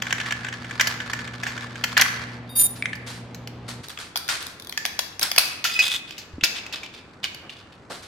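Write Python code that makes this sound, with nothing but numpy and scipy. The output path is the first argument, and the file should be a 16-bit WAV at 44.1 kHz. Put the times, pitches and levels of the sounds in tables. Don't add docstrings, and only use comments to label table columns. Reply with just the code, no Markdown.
import sys
import numpy as np
from scipy import signal
from scipy.fft import rfft, irfft, next_fast_len
from scipy.io import wavfile

SR = 44100
rng = np.random.default_rng(int(sys.argv[2]) if len(sys.argv) > 2 else 0)


def wav_record(signal):
    frames = np.transpose(np.atleast_2d(signal))
    bounded = np.clip(frames, -1, 1)
    quanta = np.round(bounded * 32767).astype(np.int16)
    wavfile.write(sys.argv[1], SR, quanta)


N = 355887
TIME = np.arange(N) / SR
WORKSHOP_START_S = 3.82
CAN_PAN_DB, KNIFE_PAN_DB = -0.4, 1.4

REGISTER_EDGES = [680, 1450, 3600, 7500, 15000]
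# level/dB, gain per dB of brightness/(dB/dB), side level/dB
TEAR_REGISTERS = [(-11.5, -0.4, -10.5), (1, 0, -5.5), (2, 2, -5), (-5, 3.37, -1.5)]
CLICK_REGISTERS = [(-7.5, -0.26, -7), (1.5, -0.17, -3.5), (2, 1.09, 0.5), (-4.5, 1.9, 1.5)]
POP_REGISTERS = [(-17, 0.58, -17), (0, 0.023, -7), (0.5, 1.36, -4.5), (-9.5, 1.86, -3)]

# f/Hz, middle rms level/dB
HUM_TONES = [(120, -42.5), (179.5, -54), (240, -47), (480, -57.5)]
# f/Hz, relative level/dB
COUNTER_AIR = [(20, -23.5), (45, -11), (75, 2.5), (130, 0.5), (260, 0.5), (420, -5.5), (800, -7.5),
               (1600, -16.5), (3500, -22.5), (8000, -45), (16000, -71.5)]
WORKSHOP_AIR = [(20, -12), (45, -11.5), (85, 2.5), (160, -0.5), (300, -1.5), (700, -9), (1500, -11),
                (3500, -33.5), (8000, -35), (16000, -70)]

# t/s, level/dB, brightness/dB, time to fall 60 dB/s, pitch of the buckling patch f/Hz
CAN_SNAPS = [(0.0215, -20.5, -3, 0.019, 3320), (0.1262, -15.5, -3.5, 0.012, 1600),
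             (0.3223, -19, -4.5, 0.02, 1675), (0.7967, -14, -6, 0.045, 1580),
             (0.8095, -13, -1.5, .028, 3180), (0.871, -17.5, -1, 0.037, 3050),
             (1.1329, -21, -3.5, .024, 1770), (1.433, -23.5, -4, 0.036, 1730),
             (1.4662, -27, -4, 0.17, 1740), (1.8388, -15, -2, 0.034, 3140), (1.968, -13, -10, 0.053, 1770),
             (1.976, -12, -1.5, 0.034, 1550), (1.9945, -16, -13, 0.073, 1550),
             (2.0124, -16.5, 2, 0.023, 6000), (2.0185, -10.5, -3.5, 0.025, 2020)]
# t/s, level/dB
BLADE_JERKS = [(0.0675, -25.5), (0.106, -24), (0.182, -28.5), (0.2, -23.5), (0.211, -27), (0.2425, -51),
               (0.26, -28.5), (0.294, -39), (0.308, -23), (0.446, -26.5), (0.466, -30), (0.485, -28),
               (0.526, -29), (0.537, -32.5), (0.6035, -52), (0.645, -33.5), (0.7095, -28), (1.002, -25.5),
               (1.19, -30), (1.276, -31.5), (1.336, -38), (1.5765, -29), (1.629, -34.5), (1.666, -39),
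               (1.756, -32), (1.9246, -41)]
# t/s, level/dB
BLADE_FORCE = [(0, -40.5), (.15, -38.5), (.32, -31.5), (.38, -41.5), (.77, -42), (.79, -39), (.92, -33),
               (.97, -43.5), (1.1, -36.5), (1.38, -45), (1.49, -37), (1.72, -44.5), (1.95, -38.5),
               (1.985, -19), (2.04, -30), (2.23, -37.5), (2.45, -60.5)]
# t/s, level/dB, brightness/dB, time to fall 60 dB/s, patch pitch f/Hz
CAN_POPS = [(2.8241, -20.5, -22, 0.0036, 2300), (2.8565, -19.5, -12.5, 0.018, 2080),
            (2.9313, -25, -19, 0.032, 1750), (2.955, -40.5, 1.5, 0.037, 4700),
            (3.3459, -37.5, 1.5, 0.049, 3900), (3.4741, -31.5, -0.5, .025, 4240)]
# f/Hz, width/Hz, level/dB
CAN_MODES = [(1146, 260, -5.5), (1418, 550, -2), (1720, 45, 2.5), (2123, 410, -9), (3480, 1700, -7.5),
             (4370, 370, -9.5), (5980, 130, -31)]
# f/Hz, width/Hz, level/dB
SHELL_MODES = [(1330, 6, -3), (1515, 6, -8), (1463, 6, -4.5), (1740, 2.7, -0.5), (1870, 8, -2.5),
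               (2010, 6, -2.5), (2070, 7.4, -6)]

# start t/s, length/s, level/dB
SQUEALS = [(2.49, 0.11, -48), (2.552, 0.04, -16.5), (2.59, .035, -13.5), (2.626, 0.041, -17.5)]
# t/s, level/dB
CATCHES = [(2.493, -54), (2.596, -20.5), (2.614, -21.5), (2.662, -34.5)]
# f/Hz, relative level/dB
BLADE_MODES = [(3704, -15), (4748, -21), (7058, -14), (9179, 1), (10465, -3.5), (12290, -2.5),
               (12480, -8.5), (14810, -5.5), (15143, -3.5)]

# start t/s, length/s, level/dB
SLIDES = [(2.752, .04, -43.5), (3.062, 0.12, -40), (3.678, 0.051, -35), (3.83, 0.028, -40),
          (3.892, 0.02, -35.5), (3.99, 0.078, -40), (4.286, 0.076, -26.5), (4.4, 0.12, -42),
          (5.213, 0.06, -26), (5.383, .13, -33), (7.897, 0.1, -41), (8.02, 0.076, -47.5)]
# f/Hz, relative level/dB
SLIDE_COLOUR = [(200, -17), (700, -7), (1600, -0.5), (2600, -4), (4400, -2), (6500, -9.5), (9000, -10),
                (16000, -26.5)]
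# start t/s, length/s, level/dB
BRUSHES = [(6.44, 0.41, -49), (7.42, 0.042, -47), (7.895, 0.033, -35.5), (7.96, 0.084, -52.5)]
# f/Hz, relative level/dB
PALM_COLOUR = [(60, -35), (250, 2), (700, 3), (1300, -1), (3000, -17.5), (16000, -46)]

# t/s, level/dB
SCORE_TICKS = [(3.8843, -40.5), (3.895, -46), (3.902, -48), (4.166, -31), (4.2795, -38), (4.426, -41),
               (4.467, -36.5), (4.5982, -42), (4.622, -44), (4.647, -46), (4.671, -41), (4.695, -35.5),
               (4.861, -30), (5.213, -31)]
# t/s, level/dB, brightness/dB, time to fall 60 dB/s, patch pitch f/Hz
SHEET_CLICKS = [(3.9746, -34, -10, .016, 1200), (3.988, -33, -5, .016, 1300),
                (4.1577, -21.5, -3, 0.024, 3360), (4.173, -32.5, 5.5, .025, 4750),
                (4.2879, -21.5, -3.5, .09, 1400), (4.7249, -29.5, -3.5, 0.011, 3350),
                (4.7753, -20, -3, 0.022, 1740), (4.8526, -17.5, -2.5, .011, 3360),
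                (4.991, -17, -0.5, 0.024, 3395), (5.1943, -30.5, 3.5, 0.02, 6100),
                (5.229, -22, 3.5, 0.037, 5280), (5.3152, -21, -0.5, 0.023, 4840),
                (5.362, -23.5, -0.5, 0.026, 4620), (5.3795, -11, -4, 0.027, 2590),
                (5.383, -15.5, 4, .024, 4710), (5.392, -23, 2.5, .047, 4300)]
# t/s, level/dB, brightness/dB, time to fall 60 dB/s, patch pitch f/Hz
SHEET_POPS = [(5.6415, -17.5, 0, 0.22, 3620), (5.6508, -19.5, -4, 0.095, 1363),
              (5.6982, -27, -3, .016, 2500), (5.791, -16, -2.5, 0.11, 2560),
              (6.1078, -30.5, -3, .016, 3270), (6.18, -33, 0, .14, 2950), (6.4101, -31, -13, 0.034, 2660),
              (6.437, -12, -1, 0.051, 2670), (6.4435, -21, 4.5, .037, 5050), (6.664, -32, -4, 0.024, 2570),
              (6.7254, -30.5, -1.5, 0.07, 2730), (6.8321, -31.5, -5.5, 0.07, 2370),
              (7.2415, -16.5, -5, 0.0092, 2960), (7.3459, -34, 1, 0.02, 4430),
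              (7.4946, -35, -11, .07, 2820)]
# start t/s, length/s, level/dB
FLEXES = [(6.07, 0.17, -46), (6.43, 0.03, -22.5), (6.548, 0.039, -32.5), (6.72, 0.06, -33.5),
          (6.828, 0.032, -37), (6.925, 0.085, -46.5), (7.23, 0.021, -21.5), (7.492, 0.058, -44.5),
          (7.56, .07, -51.5), (7.718, 0.032, -50.5)]
# f/Hz, width/Hz, level/dB
KNIFE_MODES = [(1360, 270, 1.5), (2350, 450, -6.5), (3400, 290, 8), (4690, 180, -6.5)]
# f/Hz, width/Hz, level/dB
SHEET_MODES = [(2610, 135, -6), (3040, 120, -3.5), (3620, 780, -1), (4410, 250, -6.5), (4890, 68, -4)]

# start t/s, length/s, level/dB
CHATTERS = [(5.655, 0.19, -33.5), (5.82, 0.071, -24), (5.9, 0.064, -27.5)]
# f/Hz, width/Hz, level/dB
CHATTER_MODES = [(1940, 790, -14.5), (3000, 250, -17), (3490, 350, 9)]
# start t/s, length/s, level/dB
DRAGS = [(5.7, 0.099, -30.5), (5.79, 0.034, -21), (5.84, 0.12, -30)]
# f/Hz, relative level/dB
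STRIP_MODES = [(2000, -14), (2541, -2.5), (2870, -15), (4940, -11.5), (6350, -21)]

# t/s, level/dB, f/Hz, time to fall 60 dB/s
KNOCKS = [(6.336, -31.5, 82, 0.2), (6.382, -24, 273, 0.036), (6.429, -22, 143, 0.025),
          (6.435, -31, 322, 0.07)]
# f/Hz, time to fall 60 dB/s
ROOM_T60 = [(500, .7), (2000, 0.91), (5000, 0.44), (10000, 0.66), (16000, 0.06)]


def from_db(db):
    return 10 ** (np.asarray(db) / 20)


def rms_one(x):
    return x / np.sqrt(np.mean(x ** 2) + 1e-20)


def at_hz(points, hz):
    f, value = np.transpose(points)
    return np.interp(np.log(np.maximum(hz, 1)), np.log(f), value)


def band(low, high):
    return signal.butter(2, [low, high], "band", fs=SR, output="sos")


def add(out, s, sound):
    i = max(round(s * SR), 0)
    out[..., i:i + sound.shape[-1]] += sound[..., :N - i]


def spread(x, side_db):
    middle, side = x
    return middle + from_db(side_db) * side * np.array([[1], [-1]])


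def panned(x, pan_db):
    return x * from_db(pan_db / 2 * np.array([[1], [-1]]))


def drift(per_s, size=N):
    return np.interp(TIME[:size] * per_s, np.arange(SR // 10), rng.standard_normal(SR // 10))


def coloured(x, spectrum):
    size = next_fast_len(N)
    hz = np.arange(size // 2 + 1) * SR / size
    gain = from_db(at_hz(spectrum, hz))
    return rms_one(irfft(rfft(x, size) * gain, size)[..., :N])


def strokes(rows, attack_s, sag_db, release_s):
    out = np.zeros(N)
    for s, length, db in rows:
        t = TIME[:int((length + release_s) * SR)]
        sag = sag_db * np.minimum(t / length, 1)
        release = 60 * np.maximum(t - length, 0) / release_s
        rise = np.minimum(t / attack_s, 1)
        add(out, s, rise * from_db(db + sag_db / 2 - sag - release))
    return out


def air(spectrum):
    middle, treble, full = rng.standard_normal((3, N))
    highpass = signal.butter(2, 700, "high", fs=SR, output="sos")
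    side = from_db(-6.5) * signal.sosfilt(highpass, treble) + from_db(-15.5) * full
    return coloured(spread([middle, side], side_db=0), spectrum)


def background():
    hum = 0
    for hz, db in HUM_TONES:
        gain = np.sqrt(2) * from_db(db + 0.67 * drift(6.04))
        hum = hum + gain * np.sin(2 * np.pi * (hz * TIME + rng.random()))
    at_counter = np.clip((WORKSHOP_START_S - TIME) * 100, 0, 1)
    counter = hum + from_db(-43.0) * air(COUNTER_AIR)
    workshop = from_db(-48.5) * air(WORKSHOP_AIR)
    return at_counter * counter + (1 - at_counter) * workshop


def resonate(x, modes, direct_db):
    out = from_db(direct_db) * x
    for hz, width, db in modes:
        r = np.exp(-np.pi * width / SR)
        feed = np.array([1, 0, -1]) * (1 - r * r) / 2
        ring = [1, -2 * r * np.cos(2 * np.pi * hz / SR), r * r]
        out = out + from_db(db) * signal.lfilter(feed, ring, x)
    return out


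def friction(per_s, size_db, smooth, slip_s=0.00078):
    sizes = from_db(size_db * np.minimum(rng.exponential(1, N), 2))
    slips = (rng.random(N) < per_s / SR) * sizes
    fade = np.exp(-1 / (slip_s * SR))
    grip = rms_one(signal.lfilter([1], [1, -fade], slips + 1e-18))
    return rng.standard_normal((2, N)) * (smooth + grip)


def rubbed(gain, modes, force, direct_db, low_hz, top_hz):
    gentle_band = signal.butter(1, [low_hz, top_hz], "band", fs=SR, output="sos")
    metal = signal.sosfilt(gentle_band, resonate(force, modes, direct_db))
    return gain * rms_one(spread(metal, side_db=-6.5))


def small_snaps(rows, bright_db, t60, patch_hz, scatter):
    return [(s, db, bright_db, t60, patch_hz * np.exp(scatter * rng.standard_normal())) for s, db in rows]


def snaps(rows, register_law, modes, direct_db, patch_db, patch_cycles, crack, crack_s, rise_s):
    out, t = np.zeros((2, N)), TIME[:SR // 8]
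    attack = SR // 167
    registers = [band(low, high) for low, high in zip(REGISTER_EDGES, REGISTER_EDGES[1:])]
    for s, db, bright_db, t60, patch_hz in rows:
        flutter = from_db(-60 * t / t60)
        force = (flutter + crack * np.exp(-t / crack_s)) * (1 - np.exp(-t / rise_s))
        wall = rms_one(resonate(force * rng.standard_normal((2, len(t))), modes, direct_db))
        phase = 2 * np.pi * patch_hz * t
        ping = np.array([np.sin(phase), np.cos(phase)]) * from_db(-60 * t * patch_hz / patch_cycles)
        wall = wall + from_db(patch_db) * rms_one(ping)
        energy = np.sum(force ** 2) / np.mean(force[:attack] ** 2)
        for sos, (register_db, follows, side_db) in zip(registers, register_law):
            part = signal.sosfilt(sos, wall)
            part = part * np.sqrt(energy / np.sum(part ** 2, axis=1, keepdims=True))
            add(out, s, from_db(db + register_db + follows * bright_db) * spread(part, side_db))
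    return out


def can_wall():
    tearing = friction(per_s=180, size_db=3, smooth=.2, slip_s=.0025)
    force = from_db(np.interp(TIME, *np.transpose(BLADE_FORCE)))
    grinding = rubbed(force, CAN_MODES, tearing, direct_db=-20.5, low_hz=695, top_hz=4000)
    jerks = small_snaps(BLADE_JERKS, bright_db=-6, t60=.03, patch_hz=1660, scatter=0.08)
    tears = snaps(CAN_SNAPS + jerks, TEAR_REGISTERS, CAN_MODES, direct_db=-8, patch_db=-6,
                  patch_cycles=45, crack=0.57, crack_s=0.00034, rise_s=0.0012)
    pops = snaps(CAN_POPS, POP_REGISTERS, CAN_MODES, direct_db=7, patch_db=-2.5,
                 patch_cycles=35, crack=0.6, crack_s=0.0002, rise_s=0.00013)
    shell = resonate(grinding + tears, SHELL_MODES, direct_db=0)
    return panned(shell + pops, CAN_PAN_DB)


def singing(start_s, modes, waver_db, jitter_hz):
    out, tone, size = np.zeros((2, N)), 0, SR // 2
    for hz, db in modes:
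        phase = 2 * np.pi * np.cumsum(hz + jitter_hz * drift(300, size)) / SR
        side_phase = np.array([drift(15, size), drift(28.5, size)]) * .7
        tone = tone + from_db(db + waver_db * drift(46.4, size)) * np.sin(phase + side_phase)
    add(out, start_s, rms_one(tone))
    return out


def blade(catch_t60=0.016):
    gain = strokes(SQUEALS, attack_s=0.0095, sag_db=0.0, release_s=.02)
    squeal = singing(SQUEALS[0][0], BLADE_MODES, waver_db=4.5, jitter_hz=22)
    hiss = from_db(-18) * rng.standard_normal((2, N))
    out = gain * (squeal + hiss)
    t = TIME[:SR // 10]
    for s, db in CATCHES:
        noise = spread(rng.standard_normal((2, len(t))), side_db=2.0)
        tick = signal.sosfilt(band(2000, 15000), noise)
        add(out, s, tick * from_db(db - 60 * t / catch_t60))
    return out


def first_touch(db, t60):
    t = np.maximum(TIME - CATCHES[0][0], 0)
    out = 0
    for hz, mode_db in BLADE_MODES[:2]:
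        fading = from_db(db + mode_db - BLADE_MODES[0][1] - 60 * t / t60)
        out = out + fading * np.sin(2 * np.pi * hz * t)
    return out


def hands():
    grain = spread(friction(per_s=460, size_db=1.0, smooth=3.4), side_db=-5)
    slide = strokes(SLIDES, attack_s=0.012, sag_db=12, release_s=0.21) * coloured(grain, SLIDE_COLOUR)
    skin = spread(rng.standard_normal((2, N)), side_db=-11.0)
    palm = strokes(BRUSHES, attack_s=.012, sag_db=2, release_s=0.16) * coloured(skin, PALM_COLOUR)
    return slide, palm


def flat_sheet():
    crinkles = friction(per_s=240, size_db=3, smooth=.3, slip_s=.003)
    flexing = strokes(FLEXES, attack_s=0.0094, sag_db=5.5, release_s=0.055)
    rustle = rubbed(flexing, SHEET_MODES, crinkles, direct_db=-14, low_hz=805, top_hz=3300)
    ticks = small_snaps(SCORE_TICKS, bright_db=2.5, t60=0.015, patch_hz=3650, scatter=.1)
    clicks = snaps(SHEET_CLICKS + ticks, CLICK_REGISTERS, KNIFE_MODES, direct_db=-6, patch_db=-4,
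                   patch_cycles=49, crack=0.85, crack_s=0.00086, rise_s=0.00037)
    pops = snaps(SHEET_POPS, POP_REGISTERS, SHEET_MODES, direct_db=-7, patch_db=-3,
                 patch_cycles=54, crack=0.64, crack_s=0.0004, rise_s=0.00044)
    return rustle + panned(clicks, KNIFE_PAN_DB) + pops


def cut_strip():
    rattle = friction(per_s=350, size_db=2.5, smooth=.6, slip_s=.002)
    contact = strokes(CHATTERS, attack_s=0.01, sag_db=4.0, release_s=0.13)
    chatter = rubbed(contact, CHATTER_MODES, rattle, direct_db=-6, low_hz=1170, top_hz=8040)
    drag = strokes(DRAGS, attack_s=0.0034, sag_db=2, release_s=0.085)
    return chatter + drag * singing(DRAGS[0][0], STRIP_MODES, waver_db=6.0, jitter_hz=15)


def knocks():
    out, t = np.zeros(N), TIME[:SR // 4]
    for s, db, hz, t60 in KNOCKS:
        add(out, s, from_db(db - 60 * t / t60) * np.sin(2 * np.pi * hz * t))
    return out


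def room(x, build_s=0.0009):
    t, edges = TIME[:SR], np.geomspace(150, 17000, 9)
    tail = 0
    for low, high in zip(edges, edges[1:]):
        noise = signal.sosfilt(band(low, high), spread(rng.standard_normal((2, SR)), side_db=0))
        t60 = at_hz(ROOM_T60, np.sqrt(low * high))
        tail = tail + noise * from_db(-60 * t / t60)
    tail = rms_one(tail * (1 - np.exp(-t / build_s))) / np.sqrt(SR)
    return signal.fftconvolve(x, tail, axes=1)[:, :N]


def scene():
    can, sheet, strip = can_wall(), flat_sheet(), cut_strip()
    squeal = blade() + first_touch(db=-42.0, t60=0.44)
    slide, palm = hands()
    metal_send = from_db(-9.5) * can + from_db(-7.5) * sheet + from_db(-14.5) * strip
    wet = room(metal_send + from_db(-9.0) * slide + from_db(-13) * squeal)
    close = can + sheet + strip + slide + palm + squeal + knocks()
    return close + wet + background()


def record(dry, microphone_hz=13500, cutoff_hz=15850):
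    soften = signal.butter(2, microphone_hz, fs=SR, output="sos")
    heard = np.clip(signal.sosfilt(soften, dry), -1, 1)
    steep_cut = signal.ellip(10, .1, 80, cutoff_hz, fs=SR, output="sos")
    return signal.sosfilt(steep_cut, heard)


dry = scene()
out = record(dry)
wav_record(out)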